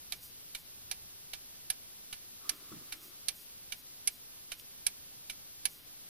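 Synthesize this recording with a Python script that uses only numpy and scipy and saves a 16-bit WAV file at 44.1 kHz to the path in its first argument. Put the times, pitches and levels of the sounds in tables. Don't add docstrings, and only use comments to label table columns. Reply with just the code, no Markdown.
import sys
import numpy as np
from scipy.fft import rfft, irfft, next_fast_len
from scipy.io import wavfile
from scipy.ndimage import uniform_filter1d, map_coordinates

SR = 44100
rng = np.random.default_rng(int(sys.argv[2]) if len(sys.argv) > 2 else 0)


def to_wav(sig):
    pcm = np.clip(np.atleast_2d(sig), -1, 1) * 32767
    pcm = np.round(pcm).astype(np.int16)
    wavfile.write(sys.argv[1], SR, pcm.T)


N = 268569


def amp(db):
    return 10 ** (np.asarray(db) / 20)


def unit(x):
    return x / np.sqrt(np.mean(x ** 2) + 1e-20)


def along(points, hz):
    f, v = np.transpose(points)
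    return np.interp(np.log(hz + 1), np.log(f + 1), v)


def filtered(x, response):
    n = x.shape[-1]
    padded = next_fast_len(n + 8192)
    hz = np.fft.rfftfreq(padded, 1 / SR)
    return irfft(rfft(x, padded) * response(hz), padded)[..., :n]


def add(track, s, sound):
    start = round(s * SR)
    track[:, start:start + sound.shape[1]] += sound


def curve(rows):
    return np.interp(np.arange(N) / SR, *np.transpose(rows))


def wobble(rate):
    knots = rng.standard_normal(int(N * rate / SR) + 4)
    return map_coordinates(knots, [np.arange(N) * rate / SR])


# (frequency [Hz], relative density [dB per Hz])
AIR_SPECTRUM = [(12, -24), (20, -3.5), (145, 1.5), (260, -1.5), (344, -2.5), (618, -6.5), (1110, -8.5),
                (1900, -8), (3400, -4), (5000, -4.5), (6400, -10), (7300, -25), (9500, -12), (11600, -2.5),
                (15200, -8)]
# (frequency [Hz], relative density [dB per Hz])
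HISS_SPECTRUM = [(20, -9), (100, -10), (400, -12.5), (1000, -17.5), (2000, -17), (4900, -8.5), (7800, -11),
                 (11900, -5), (15700, -5.5)]
# (frequency [Hz], peak level [dB] while opposite in the ports)
WHINE_TONES = [(12897, -64), (9964, -71)]
# (time [s], level [dB])
RUMBLE_LEVEL = [(0, -72.5), (0.22, -72.5), (0.31, -61), (0.42, -76.5), (1.0, -67.5), (1.5, -76),
                (6.09, -77.5)]
RUMBLE_SWING_DB, RUMBLE_RATE = 3, 6
# (start [s], end [s])
NARROW_SPANS = [(0.145, 0.3), (0.57, 0.65), (2.525, 2.6), (2.96, 3.11), (3.335, 3.44), (3.76, 3.83),
                (4.1, 4.185), (4.54, 4.625), (5.685, 5.855)]
NARROW_HZ, NARROW_EDGE_S = 4600, 0.045
NARROW_DB = -4.5


def room():
    t = np.arange(N) / SR

    def spectra(hz):
        return amp([along(AIR_SPECTRUM, hz) - 9, along(HISS_SPECTRUM, hz)]) * (hz < 15550)

    def low_band(hz):
        return hz ** 2 / (50 ** 2 + hz ** 2) / (1 + (hz / 110) ** 4)

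    alike, hiss = amp(-53.5) * unit(filtered(rng.standard_normal((2, N)), spectra))
    swells = amp(RUMBLE_SWING_DB * wobble(RUMBLE_RATE))
    rumble = amp(curve(RUMBLE_LEVEL)) * unit(swells * filtered(rng.standard_normal(N), low_band))
    whine = sum(amp(db) * np.sin(2 * np.pi * hz * t) for hz, db in WHINE_TONES)
    opposite = hiss + whine

    gate = sum((t > start) * (t < end) * 1. for start, end in NARROW_SPANS)
    narrow = uniform_filter1d(gate, size=round(NARROW_EDGE_S * SR))
    treble = filtered(opposite, lambda hz: hz > NARROW_HZ) * narrow
    centred = amp(NARROW_DB + 2.8 * wobble(30)) * treble
    return alike + rumble + centred + (opposite - treble) * [[1], [-1]]


# (time [s], low resonance level [dB], high resonances level [dB], hiss level [dB])
RUB_LEVELS = [(2.4, -85, -80, -75), (2.46, -67, -62, -60), (2.54, -63.5, -66, -61.5),
              (2.65, -72, -71.5, -72), (2.69, -70, -66.5, -64), (2.72, -61, -60, -58),
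              (2.745, -65, -69, -62), (2.79, -64, -69.5, -66), (2.85, -66, -75, -66), (2.89, -83, -78, -64),
              (2.96, -69.5, -70, -66), (3.06, -67, -76, -64), (3.11, -68, -72, -75), (3.25, -85, -83, -75)]
# (frequency [Hz], width [Hz], gain [dB])
RUB_RESONANCES = [
    [(315, 180, -1.5)],
    [(1165, 380, -2.5), (1340, 430, -3.5)],
    [(2460, 10600, -1.5)],
]
SLIPS_PER_S, SLIP_SIZE = 170, 4.3
RUB_SWING_DB = 2


def rub():
    s, *levels = np.transpose(RUB_LEVELS)
    out = np.zeros(N)
    for layer, (db, peaks) in enumerate(zip(levels, RUB_RESONANCES)):
        struck = rng.random(N) < SLIPS_PER_S / SR
        slips = struck * rng.exponential(SLIP_SIZE, N) * rng.choice([-1, 1], N)
        slips = slips * (layer < 2)

        def hollow(f):
            return sum((-1) ** j * amp(gain) * 1j * f * width / (centre ** 2 - f * f + 1j * f * width)
                       for j, (centre, width, gain) in enumerate(peaks))

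        sound = unit(filtered(rng.standard_normal(N) + slips, lambda f: hollow(f) ** 2))
        out += amp(curve(list(zip(s, db))) + RUB_SWING_DB * wobble(25.24)) * sound
    t = np.arange(N) / SR
    return out * (t > s[0]) * (t < s[-1])


# (frequency [Hz], level [dB], t60 [s])
WOOD_MODES = [(151, -8, 0.13), (180, -2.5, 0.058), (240, -3, 0.12), (283, -4, 0.085), (311, -1.5, 0.095)]
# (time [s], level [dB], lift of the two lowest modes [dB])
KNOCK_EVENTS = [(2.717, -41, 1), (2.739, -55, -6), (2.763, -49, 9), (2.812, -51.5, 0)]
KNOCK_RISE_S = 0.0045


def knock():
    out, t = np.zeros((2, N + SR)), np.arange(round(.4 * SR)) / SR
    hz, db, t60 = np.transpose(WOOD_MODES)[:, :, None]
    for s, level_db, low_db in KNOCK_EVENTS:
        drift = np.cumsum(rng.normal(0, 0.029, (len(hz), len(t))), axis=1)
        decay = amp(db + low_db * (hz < 210) - 60 * t / t60)
        ring = (decay * np.sin(2 * np.pi * hz * t + drift)).sum(0)
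        add(out, s, amp(level_db) * ring[None] * (1 - np.exp(-t / KNOCK_RISE_S)))
    return out[:, :N]


# (time [s], level [dB])
ROD_CONTACTS = [(2.6931, -50), (4.5974, -38)]
# (frequency [Hz], level [dB])
ROD_MODES = [(2960, 0), (3600, -2), (4400, -3), (5170, -3), (8900, -8), (10800, -5), (11900, -5)]
ROD_T60_S = 0.009


def crutch():
    out, t = np.zeros((2, N + SR)), np.arange(round(.15 * SR)) / SR
    for s, db in ROD_CONTACTS:
        ring = sum(amp(gain + rng.normal()) * np.sin(2 * np.pi * hz * t) for hz, gain in ROD_MODES)
        decay = amp(db - 60 * t / ROD_T60_S + [[-5], [0]])
        add(out, s, decay * (1 - np.exp(-t / 0.00035)) * ring)
    return out[:, :N]


# (frequency [Hz], relative density [dB per Hz])
CLATTER_SPECTRUM = [(290, -14), (500, -13), (1430, -9), (1890, -5.5), (2350, 4.5), (2640, -2), (6140, 6.5),
                    (7000, -3.5), (10800, 8), (15200, -3.5), (16300, -63)]
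# (frequency [Hz], phase [rad])
LEFT_LEAD = [(2300, -.2), (4400, -1.2), (5600, -3), (10000, -3.3), (11000, -4), (12200, -3.3)]


def clatter(size, left_db, colour):
    right, other = rng.standard_normal((2, size))
    turned = filtered(right, lambda hz: np.exp(1j * along(LEFT_LEAD, hz)))
    left = 0.19 * turned + 0.45 * other
    pair = filtered(np.array([left, right]), lambda hz: amp(along(CLATTER_SPECTRUM, hz)))
    return filtered(unit(pair), lambda hz: amp(along(colour, hz))) * amp([[left_db], [0]])


# (time until the tooth rests [s], share of the ring kept [ratio] before the grip's gain,
# time of the bounce [s], strength of the bounce [ratio] before the grip's gain, length of the bounce [s])
TOOTH_CONTACTS = [(0.0068, 0.4, 0.0082, 0.39, 0.0068), (0.0078, 0.45, 0.0068, 0.26, 0.01)]


def contact(t, pallet):
    rest_s, kept, bounce_s, strength, length_s = TOOTH_CONTACTS[pallet]
    free = 1 / (1 + (t / rest_s) ** 12)
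    bounce = strength / (1 + np.abs((t - bounce_s) / length_s * 2 - 1) ** 6)
    return free, (1 - free) * kept, bounce


PLATE_MODES = [768, 1437, 1710, 2120, 2325, 2702, 2830, 3050, 3362, 3700, 3915, 4200, 4465, 5040, 5625,
               5990, 6174, 6513, 7150, 7730, 8400, 8680, 8945, 9130, 9345, 9680, 9996, 10560, 10794, 11008,
               11478, 12195, 13630, 14500]
# (tick [dB], tick left-right [dB], tock [dB], tock left-right [dB])
PLATE_STRENGTHS = [(-23, -3.5, -20.5, -4), (-28, -8, -13, -7), (-16, -4.5, -16.5, -9), (-21, -9, -19, -9),
                   (-10.5, -5, -4, -9), (-14, -6, -11.5, -21), (-18, -8, -11, 0), (-11.5, -7.5, 0, -16),
                   (-9.5, -13, -10, -14), (-12, -7.5, 1, -22), (-7, -18, -0.5, -17), (-15, -11, -6, -13),
                   (-4.5, -44, -3, -20), (-9.5, -16.5, -11, -9), (-17, -3, -14, 1), (-8.5, -23, -7, -18),
                   (-10.5, -11, -1, -19), (-21, -0.5, -9, -7), (-37, 1, -21, 6), (-19.5, -0.5, -13, -9),
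                   (-10.5, -2, -6, -3), (-15, -9, -3, -8), (-13, -16, -17, -17), (-30, -13, -25, -7),
                   (-12.5, -2, -4, -16), (-46, 7, -2, -4), (-32, -11, 0, -12), (-0.5, -20, -1, -17),
                   (0.5, -22, -2, -19), (0, -10, -17, -9), (-10, -11, -21, -11), (-21, -4, -8, -7),
                   (-10, -10, -16, -13), (-27, -4, -18, -7)]
# (frequency [Hz], t60 at the left port [s], t60 at the right port [s])
PLATE_DAMPING = [(700, 0.12, 0.14), (2000, 0.062, 0.048), (4500, 0.06, 0.042), (6000, 0.045, 0.034),
                 (8400, 0.05, 0.04), (11000, 0.042, 0.034), (15000, 0.015, 0.015)]
# (frequency [Hz], ring kept [dB], bounce [dB])
TOOTH_GRIP = [(770, 0.5, -17), (1490, 4, -11.5), (2400, 3, 1.5), (3970, 1, -1), (5400, 8, -14),
              (10800, 5.5, -8)]


def plates(t, pallet, left_db, colour, touch):
    free, held, bounce = touch
    hz = np.array(PLATE_MODES)[:, None]
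    level, left = np.transpose(PLATE_STRENGTHS)[2 * pallet:2 * pallet + 2, :, None]
    left_t60, right_t60 = (along(np.array(PLATE_DAMPING)[:, [0, k]], hz) for k in (1, 2))
    kept_gain, bounce_gain = (amp(along(np.array(TOOTH_GRIP)[:, [0, k]], hz)) for k in (1, 2))
    grip = free + held * kept_gain + bounce * bounce_gain

    spread = rng.standard_normal((2, len(hz), 2))
    phase = rng.uniform(0, 2 * np.pi, hz.shape)
    wander = np.cumsum(rng.normal(0, 0.076, (len(hz), len(t))), axis=1)
    angle = 2 * np.pi * hz * (1 + .0015 * spread[0, :, 1:]) * t + phase + wander
    strength = grip * amp(level + along(colour, hz) + 0.8 * spread[0, :, :1])
    left_gain = amp(left + left_db + 0.45 * spread[1, :, :1])
    left_wave = left_gain * np.sin(angle + along(LEFT_LEAD, hz) + 0.39 * spread[1, :, 1:])
    left_ring = (strength * amp(-60 * t / left_t60) * left_wave).sum(0)
    right_ring = (strength * amp(-60 * t / right_t60) * np.sin(angle)).sum(0)
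    return np.array([left_ring, right_ring])


# (time [s], level [dB], then against
# that level 0.77 kHz [dB], 1.6 kHz [dB], 2.4 kHz [dB], 5.5 kHz [dB], 8.5 kHz [dB], 10.8 kHz [dB], 13.5 kHz [dB])
LANDINGS = [(0.121, -23, -2, -5, -4.5, -5, -1, -11, 1), (0.5476, -34, -3, -3, -3, -6, 1, -6, 3),
            (0.9119, -26, 1.5, -0.5, -2, 5, 0, -0.5, 4), (1.3327, -33, -2.5, -5, -1.5, -0.5, -18, -0.5, -1),
            (1.7, -25, 0, 2.5, -2, 7, -3, 7, 0), (2.1257, -35, -1, 1, 1, -17, -8, -3, 1),
            (2.4918, -21.5, -2.5, 2, -3.5, 7.5, 4, 1.5, -1), (2.9219, -35.5, -2, 6, 0, -3, -3, 3, 0.1),
            (3.2829, -21, -4, -7, -0.5, 7.5, 2, 1.5, -2), (3.7209, -34, -4, -2, 4, 2.5, -6, 1.5, -3),
            (4.0732, -25.5, -1, -3.5, 5.5, 11, 10.5, 13, -3), (4.5169, -33.5, -1, 1, 2.3, -4, -3, -6, 0.1),
            (4.8647, -22, -2.5, 0, 2, 7.5, 5, 8.5, 0), (5.2968, -33.5, -4, -4, 2.5, -11, -4, -3, 4),
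            (5.653, -20.5, -3, -1.5, -0.5, 1.5, 4.5, 5, 2)]
COLOUR_POINTS = [770, 1600, 2400, 3700, 5500, 8500, 10800, 13500]
# (usual level [dB], lift at the left port [dB],
# answer of the case [dB], clatter [dB])
PALLET_LEVELS = [(-24.5, 3.5, -29.5, -7), (-34, 4.5, -31, -5)]
LEFT_FOLLOWS, CASE_FOLLOWS = -0.75, 0.24
LEFT_CLATTER_DB = -8


def escapement():
    out, t = np.zeros((2, N + SR)), np.arange(round(.15 * SR)) / SR
    rise = 1 - 1 / (1 + (t / [[.0018], [.0013]]) ** 3)
    for k, (s, db, *band_db) in enumerate(LANDINGS):
        pallet = k % 2
        colour = list(zip(COLOUR_POINTS, np.insert(band_db, obj=3, values=0)))
        usual_db, left_db, case_db, clatter_db = PALLET_LEVELS[pallet]
        left_db = left_db + LEFT_FOLLOWS * (db - usual_db)
        case_db = case_db + CASE_FOLLOWS * (db - usual_db)

        touch = free, held, _ = contact(t, pallet)
        ring = plates(t, pallet, left_db, colour, touch)
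        clatter_fade = (free + held) * amp(clatter_db - 60 * t / [[.055], [.04]])
        blow = ring + clatter_fade * clatter(len(t), left_db + LEFT_CLATTER_DB, colour)
        case = amp(case_db - 60 * t / .095) * clatter(len(t), -1.5, [(3000, 0), (6000, -7)])
        add(out, s, rise * (amp(db) * blow + case))
        add(out, s, -amp(-55.5) * (1 - np.exp(-t / 0.0022)) * np.exp(-(t[None] / 0.016) ** 2))
    return out[:, :N]


def scene():
    return room() + rub() + knock() + crutch() + escapement()


TOP_HZ = 16470


def record(dry):
    shifted = dry - amp(-75.5)

    def delayed_lows(hz):
        return 0.47 * np.exp(-2j * np.pi * hz * 0.00334) / (1 + (hz / 1900) ** 4)

    late = filtered(shifted.mean(0), delayed_lows)
    return filtered(shifted + late * [[1], [-1]], lambda hz: hz < TOP_HZ)


dry = scene()
out = record(dry)
to_wav(out)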